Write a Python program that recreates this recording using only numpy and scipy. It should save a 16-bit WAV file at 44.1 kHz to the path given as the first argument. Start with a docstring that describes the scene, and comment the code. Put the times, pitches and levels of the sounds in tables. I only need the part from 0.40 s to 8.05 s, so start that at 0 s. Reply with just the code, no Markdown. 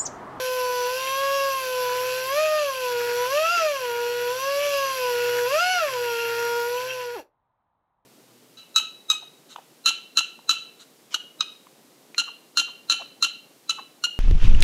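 """Small workshop, close by: an electric die grinder widens a hole in a steel part held in a vice.
The motor whine (gliding sines) sinks under the bite and races when eased, dipping in reflection nulls.
Shaft-locked sines buzz, knock and whistle; noise bunched by the rotation scrapes, rings, rasps and hisses.
Loud revs are turned down by a gain control. The sound fades, slows and drops in pitch at the end, and is
cut off quickly to faint room noise."""
import sys
import numpy as np
from scipy import signal
from scipy.fft import rfft, irfft, next_fast_len
from scipy.io import wavfile
from scipy.ndimage import uniform_filter1d

SR = 44100
rng = np.random.default_rng(int(sys.argv[2]) if len(sys.argv) > 2 else 0)


def log_audio(samples):
    """Write samples as a 16-bit WAV file to the path given in sys.argv[1]."""
    # one column per channel
    frames = np.atleast_2d(samples).T
    # limit to full scale, then quantise
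    limited = np.clip(frames, -1, 1)
    pcm = np.round(limited * 32767).astype(np.int16)
    wavfile.write(sys.argv[1], SR, pcm)


N = 337365
TIME = np.arange(N) / SR
BEATS_PER_TURN = 4  # whine cycles per shaft turn
REFERENCE_HZ = 500


def undb(db):
    """Decibels to gain."""
    return 10 ** (np.asarray(db) / 20)


def unit(x):
    """Scale to rms 1."""
    return x / np.sqrt(np.mean(x ** 2))


def curves(table):
    """Interpolate each column after t/s to one value per sample."""
    t_s, *columns = np.transpose(table)
    return [np.interp(TIME, t_s, column) for column in columns]


def colour(x, points):
    """Filter by a spectrum of f/Hz, level/dB points with both ends rolled off; rms 1."""
    f_points, db_points = np.transpose(points)
    size = next_fast_len(N)
    f = np.maximum(np.fft.rfftfreq(size, 1 / SR), 1)
    ends = np.minimum(f / f_points[0], 1) ** 2 * np.minimum(f_points[-1] / f, 1) ** 4
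    gain = undb(np.interp(np.log(f), np.log(f_points), db_points))
    return unit(irfft(rfft(x, size) * ends * gain, size)[:N])


def resonate(x, modes):
    """Sum parallel resonances, each filtered twice for steep skirts; rms 1."""
    out = 0
    for f_hz, width_hz, db in modes:
        b, a = signal.iirpeak(f_hz, f_hz / width_hz, fs=SR)
        once = signal.lfilter(b, a, x)
        out = out + undb(db) * signal.lfilter(b, a, once)
    return unit(out)


def walk(rate_hz):
    """Random curve, linear between rate_hz new values a second; rms 1."""
    knots = rng.standard_normal(8192)
    return unit(np.interp(TIME * rate_hz, np.arange(len(knots)), knots))


def sine(phase):
    """Sine of rms 1 from a phase in cycles, with a random start."""
    return np.sqrt(2) * np.sin(2 * np.pi * (phase + rng.random()))


def octaves(hz):
    """Motor speed above the reference, in octaves."""
    return np.log2(hz / REFERENCE_HZ)


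# motor speed as whine pitch, before smoothing: t/s, f/Hz
SPEED_CURVE = [(0.01, 512.2), (0.46, 491.7), (0.59, 521), (0.82, 548.5), (0.95, 552.8), (1.09, 545),
               (1.27, 511.7), (1.49, 496), (1.85, 516.3), (1.92, 547), (1.99, 611), (2.03, 627),
               (2.19, 606.6), (2.33, 526), (2.55, 481), (2.74, 481.7), (2.87, 499), (3.0, 622), (3.14, 706),
               (3.41, 509.5), (3.5, 474.2), (3.89, 487.9), (4.05, 545.5), (4.11, 558), (4.25, 579),
               (4.55, 526), (4.62, 502), (4.74, 483.3), (5.06, 486.5), (5.09, 511.6), (5.22, 711.2),
               (5.32, 745), (5.38, 709), (5.49, 536.5), (5.57, 489), (5.76, 466.3), (6.25, 474.8),
               (6.51, 516.8), (6.7, 478.7), (6.74, 483.6)]
SLOWDOWN_S, SLOWDOWN_TAU_S = 6.75, .098


def speed():
    """Whine pitch/Hz: swings with the hand, wavers, and at the end drops exponentially to 1/e^2."""
    driven = uniform_filter1d(curves(SPEED_CURVE)[0], size=1400)
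    driven = driven * (1 + .0018 * walk(40))
    slowing_s = np.clip(TIME - SLOWDOWN_S, 0, 2 * SLOWDOWN_TAU_S)
    return driven * np.exp(-slowing_s / SLOWDOWN_TAU_S)


# clean partials of the whine: multiple of f, level at reference pitch/dB, rise/(dB/octave)
WHINE_PARTIALS = [(1.0, -22.5, 15.5), (2.0, -24.5, 15), (3.0, -29, 3)]
# where nearby reflections cancel the whine: f/Hz, half width/Hz, depth/dB
REFLECTION_NULLS = [(528.6, 17.3, 14.5), (676, 17, 19), (729, 43, 6.5), (935, 8, 5), (966.6, 7.8, 11.5),
                    (1029, 23.3, 10), (1149, 40.4, 13.5), (1262, 20, 14), (1504, 43, 9), (1586, 25, 10.5),
                    (1726, 55, 11), (1880, 18, 14), (2040, 55, 26.5)]
# below the first, partials radiate poorly; below the second, the drive stops weakening
WHINE_LOW_HZ, WHINE_FULL_HZ = 432, 468


def whine(hz, phase, flutter_db, sway_db):
    """Three clean partials grow with speed and dip as they glide through reflection nulls."""
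    out = 0
    drive = octaves(np.maximum(hz, WHINE_FULL_HZ))
    for k, db, rise in WHINE_PARTIALS:
        f = k * hz
        dips_db = sum(depth / (1 + ((f - centre) / half_width) ** 2)
                      for centre, half_width, depth in REFLECTION_NULLS)
        passed = uniform_filter1d(undb(-dips_db), size=900)  # a quick glide leaves no time for a deep dip
        level = undb(db + rise * drive + flutter_db * walk(70) + sway_db * walk(12))
        radiation = np.minimum(f / WHINE_LOW_HZ, 1) ** 4
        out = out + passed * level * radiation * sine(k * phase)
    return out


# upper partials before colouring: multiple of whine f, level/dB
BUZZ_PARTIALS = [(4, 7.5), (5, 0), (6, 0), (7, 0.5), (8, -2.5), (9, 0), (10, -2), (11, 0.5), (12, 0),
                 (13, -4.5), (14, 0), (15, -1.5), (17, -4.5)]
# radiation of the housing: f/Hz, level/dB
HOUSING_SPECTRUM = [(900, -22.5), (1850, -5.5), (2020, -19.5), (2200, -12), (2400, -6), (2770, 1.5),
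                    (3000, -6.5), (3300, -2.5), (3700, -20)]
# singing of the bit: f/Hz, level/dB
SINGING_SPECTRUM = [(3200, -18), (3750, -8), (4200, -1), (4550, -1), (5000, 3.5), (5300, -1), (5900, 2.5),
                    (6350, -7), (6900, -5), (7600, -13.5), (8600, -20.5), (9500, -16.5), (10400, -25.5),
                    (11200, -4.5), (12200, -18)]
# cut force about its usual level, also used by knock and cutting: t/s, part scrape level/dB, bit ring level/dB
CUT_FORCE = [(0.0, -2.5, 0), (0.27, -6.5, -7.5), (0.67, -3.5, 2), (1.35, -4.5, -3), (1.45, 2, 0.5),
             (1.9, -1.5, 1.5), (2.0, 1.3, 5.5), (2.46, -5.5, 3), (2.55, 2, -1), (2.91, 0.5, -1.3),
             (2.96, -1.4, 6.5), (3.15, 6.5, 6.5), (3.41, -1, 3.5), (3.52, 0.5, 1), (3.83, 3, -1),
             (4.17, -3.5, 2), (4.21, 0.6, 6.5), (4.61, -3.5, 0.8), (4.89, 5.5, 2), (5.04, 2.8, -4),
             (5.15, 5.5, 8), (5.67, 4, 2), (5.8, -3.3, 7), (5.89, 5.5, 0.9), (6.12, 2, -3.5),
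             (6.22, -2.6, -9), (6.51, 5, 9), (6.72, 3, -0.5)]


def buzz(hz, phase, shake, flutter_db, wobble, housing_db, singing_db,
         housing_db_per_octave, singing_db_per_octave):
    """Upper partials excite housing and bit, grow with speed and are phase-shaken by scraping."""
    scrape = unit(undb(curves(CUT_FORCE)[0]))
    phase = phase + shake * scrape * walk(260)
    partials = sum(undb(db + flutter_db * walk(14)) * sine(k * phase) for k, db in BUZZ_PARTIALS)
    # slightly untrue bit: side tones one shaft speed away
    partials = partials * (1 + wobble * sine(phase / BEATS_PER_TURN))
    housing_gain = undb(housing_db + housing_db_per_octave * octaves(hz))
    singing_gain = undb(singing_db + singing_db_per_octave * octaves(hz))
    return colour(partials, HOUSING_SPECTRUM) * housing_gain + colour(partials, SINGING_SPECTRUM) * singing_gain


# overtones of the knock: multiple of shaft f, level/dB
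SHAFT_OVERTONES = [(2, -7.5), (3, -5), (5, -1.5), (6, -9), (7, 1.5), (9, -17), (10, -15.5), (11, 0.5),
                   (13, -10), (14, -8.5), (15, -6.5), (18, 2.5), (19, 3.5), (21, 7.5), (22, 1.5),
                   (23, -4.5), (25, -3.5)]
BITE_HZ, BITE_WIDTH_HZ = 538, 12  # the bit presses hard when the whine is dragged below BITE_HZ


def knock(hz, phase, light_db, pressed_db, overtone_db, uneven_db):
    """Shaft-rate sine swells under load; its overtones fill the gaps in the whine."""
    turns = phase / BEATS_PER_TURN
    overtones = sum(undb(db + uneven_db * walk(25)) * sine(k * turns) for k, db in SHAFT_OVERTONES)
    load = .5 + .5 * np.tanh((BITE_HZ - hz) / BITE_WIDTH_HZ)
    pressing = undb(light_db + (pressed_db - light_db + 1.3 * curves(CUT_FORCE)[0]) * load)
    return sine(turns) * pressing + overtones * undb(overtone_db) * unit(pressing ** 0.17)


RUNOUT = 0.18  # the bit cuts harder once a turn


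def bunched_noise(phase, bite, jolt_db, grain_db, burst_db):
    """Noise bunched once a whine cycle and once a turn, in irregular jolts and longer bursts."""
    contact = bite * np.cos(2 * np.pi * phase) + RUNOUT * np.cos(2 * np.pi * phase / BEATS_PER_TURN)
    force = np.exp(contact) * undb(jolt_db * walk(230) + burst_db * walk(45))
    return force * undb(grain_db * walk(1000)) * rng.standard_normal(N)


# scrape of the clamped part: f/Hz, level/dB
PART_SPECTRUM = [(300, -16), (450, -5.5), (800, -15.5), (1150, -11), (1400, -2), (1700, 1), (1950, -6),
                 (2200, -2.5), (2500, -5), (3500, -37)]
# resonances of bit and collet: f/Hz, width of one pass/Hz, level/dB
BIT_RESONANCES = [(2475, 210, -4), (2639, 110, 4), (2774, 21, 7.5), (2830, 220, -3), (3143, 110, -2)]
# rasp of the chips: f/Hz, level/dB
CHIP_SPECTRUM = [(2400, -21), (3000, -14.5), (3350, 2.5), (3750, -1.5), (4250, 3.5), (5200, -2.5),
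                 (5850, 3), (6350, -7.5), (7000, -4), (7800, -6), (8600, -17), (10000, -17), (15000, -30)]
# cooling air: f/Hz, level/dB
AIR_SPECTRUM = [(7000, -26.5), (9300, -15.5), (10300, -13), (10900, -4), (11300, 1.5), (11900, -4),
                (12800, -2.5), (13700, -9.5), (15500, -14)]


def cutting(phase, scrape_db, ring_db, rasp_db, air_db):
    """Fractures of the steel shake the part, ring the bit and rasp; air hisses from the vents."""
    scrape, ring = curves(CUT_FORCE)
    rasp = 0.14 * scrape + 0.14 * ring
    fractures = bunched_noise(phase, bite=0.46, jolt_db=3, grain_db=1.8, burst_db=2.2)
    chatter = bunched_noise(phase, bite=0.55, jolt_db=3.5, grain_db=0.9, burst_db=1.0)
    dust = bunched_noise(phase, bite=0.6, jolt_db=0.5, grain_db=-0.2, burst_db=0.8)
    draught = bunched_noise(phase, bite=0.37, jolt_db=-1.0, grain_db=0.0, burst_db=0.6)
    return (colour(fractures, PART_SPECTRUM) * undb(scrape + scrape_db)
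            + resonate(chatter, BIT_RESONANCES) * undb(ring + ring_db)
            + colour(dust + 0.27 * fractures, CHIP_SPECTRUM) * undb(rasp + rasp_db)
            + colour(draught, AIR_SPECTRUM) * undb(air_db))


# whistle of the fan blades before colouring: multiple of whine f, level/dB
BLADE_PARTIALS = [(17, -7.5), (18, 2), (19, 1), (20, -9.5), (21, 2), (22, -3.5), (24, -7), (26, -8.5)]
# resonance of the vents: f/Hz, level/dB
VENT_SPECTRUM = [(8500, -33.5), (9500, -12.5), (10200, -20), (10700, -2), (11250, 3.5), (11700, -6.5),
                 (12700, -9), (13600, -15.5)]


def whistle(phase, gain_db, shake):
    """High fan partials light up as they glide through the vent resonance."""
    phase = phase + shake * walk(200)
    partials = sum(undb(db) * sine(k * phase) for k, db in BLADE_PARTIALS)
    return colour(partials, VENT_SPECTRUM) * undb(gain_db)


# dull noise of the motor body: f/Hz, level/dB
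BODY_SPECTRUM = [(35, -21), (65, -3.5), (88, 3), (130, -6), (200, -11.5), (330, -11), (440, 6), (600, -2.5),
                 (800, -2.5), (1150, 2), (1500, -11), (2200, -13.5)]


def motor_body(gain_db):
    """Dull steady noise of the motor body: filtered white noise."""
    return undb(gain_db) * colour(rng.standard_normal(N), BODY_SPECTRUM)


# quiet workshop: f/Hz, level/dB
ROOM_SPECTRUM = [(18, -30.5), (30, -1.5), (48, -6.5), (69, -7), (92, -2.5), (139, -5.5), (404, -15.5),
                 (935, -0.5), (1300, -10.5), (1530, -16.5), (2770, -31.5), (4000, -33), (5200, -63.5),
                 (8800, -120)]


def room_noise(gain_db):
    """Faint steady noise of the quiet workshop: filtered white noise."""
    return undb(gain_db) * colour(rng.standard_normal(N), ROOM_SPECTRUM)


def after_ring(x, f_hz, t60_s, gain_db):
    """The bit rings on faintly at one resonance; its width sets the decay."""
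    width_hz = np.log(1000) / (np.pi * t60_s)
    b, a = signal.iirpeak(f_hz, f_hz / width_hz, fs=SR)
    return undb(gain_db) * signal.lfilter(b, a, x)


def workshop(x, wet_db, t60_s):
    """Short diffuse echo from bench and walls: convolution with decaying noise."""
    t = TIME[:SR // 2]
    decay = np.exp(-np.log(1000) * t / t60_s)
    tail = rng.standard_normal(len(t)) * decay * (t > .004)
    return x + undb(wet_db) * signal.fftconvolve(x, tail / np.linalg.norm(tail))[:N]


FADE_S, FADE_DB_PER_S = 6.17, 16  # the sound fades
RATTLE_FADE_DB_PER_S = 3  # extra for rattle and hiss
CUTOFF_S, CUTOFF_DB_PER_S = 6.8, 702  # the sound is cut off quickly


def scene():
    """One shaft drives the tool's layers; room noise lies beneath."""
    hz = speed()
    phase = np.cumsum(hz) / SR  # cycles
    hum = whine(hz, phase, flutter_db=0.54, sway_db=0.39)
    rattle = buzz(hz, phase, shake=0.002, flutter_db=2.5, wobble=0.22, housing_db=-41.0, singing_db=-43,
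                  housing_db_per_octave=13.5, singing_db_per_octave=23.5)
    hum = hum + knock(hz, phase, light_db=-64.5, pressed_db=-58.0, overtone_db=-56.0, uneven_db=1.5)
    rattle = rattle + cutting(phase, scrape_db=-42.5, ring_db=-40.5, rasp_db=-40.5, air_db=-43.0)
    rattle = rattle + whistle(phase, gain_db=-51, shake=.002)
    rattle = rattle + motor_body(gain_db=-51.5)
    fading_s = np.maximum(TIME - FADE_S, 0)
    cutoff_s = np.maximum(TIME - CUTOFF_S, 0)
    fade = undb(-FADE_DB_PER_S * fading_s - CUTOFF_DB_PER_S * cutoff_s)
    rattle = fade * rattle * undb(-RATTLE_FADE_DB_PER_S * fading_s)
    rattle = rattle + after_ring(rattle, f_hz=2720, t60_s=0.39, gain_db=-8.5)
    tool = workshop(rattle, wet_db=-9.5, t60_s=0.14) + workshop(fade * hum, wet_db=-13.5, t60_s=0.24)
    return (tool + room_noise(gain_db=-74.5))[None]


LIMIT_DB, RECOVERY_DB_PER_S = -20.5, 3.5
TURN_DOWN_S = .035  # reaction time constant


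def gain_control(x):
    """Turn down quickly above the limit, recover slowly: the hiss ducks after each loud rev."""
    level_db = 10 * np.log10(uniform_filter1d(x[0] ** 2, size=600) + 1e-12)
    recovery_db = RECOVERY_DB_PER_S * TIME
    excess_db = np.maximum(level_db - LIMIT_DB, 0)
    held_db = np.maximum.accumulate(excess_db + recovery_db) - recovery_db
    follow = 1 / (TURN_DOWN_S * SR)
    reduction_db = signal.lfilter([follow], [1, follow - 1], held_db)
    return x * undb(-reduction_db)


TOP_HZ = 15750


def record(dry):
    """Hold down the loud revs, then cut steeply above TOP_HZ."""
    low_pass = signal.ellip(10, .2, 80, TOP_HZ, fs=SR, output="sos")
    return signal.sosfilt(low_pass, gain_control(dry))


dry = scene()
out = record(dry)
log_audio(out)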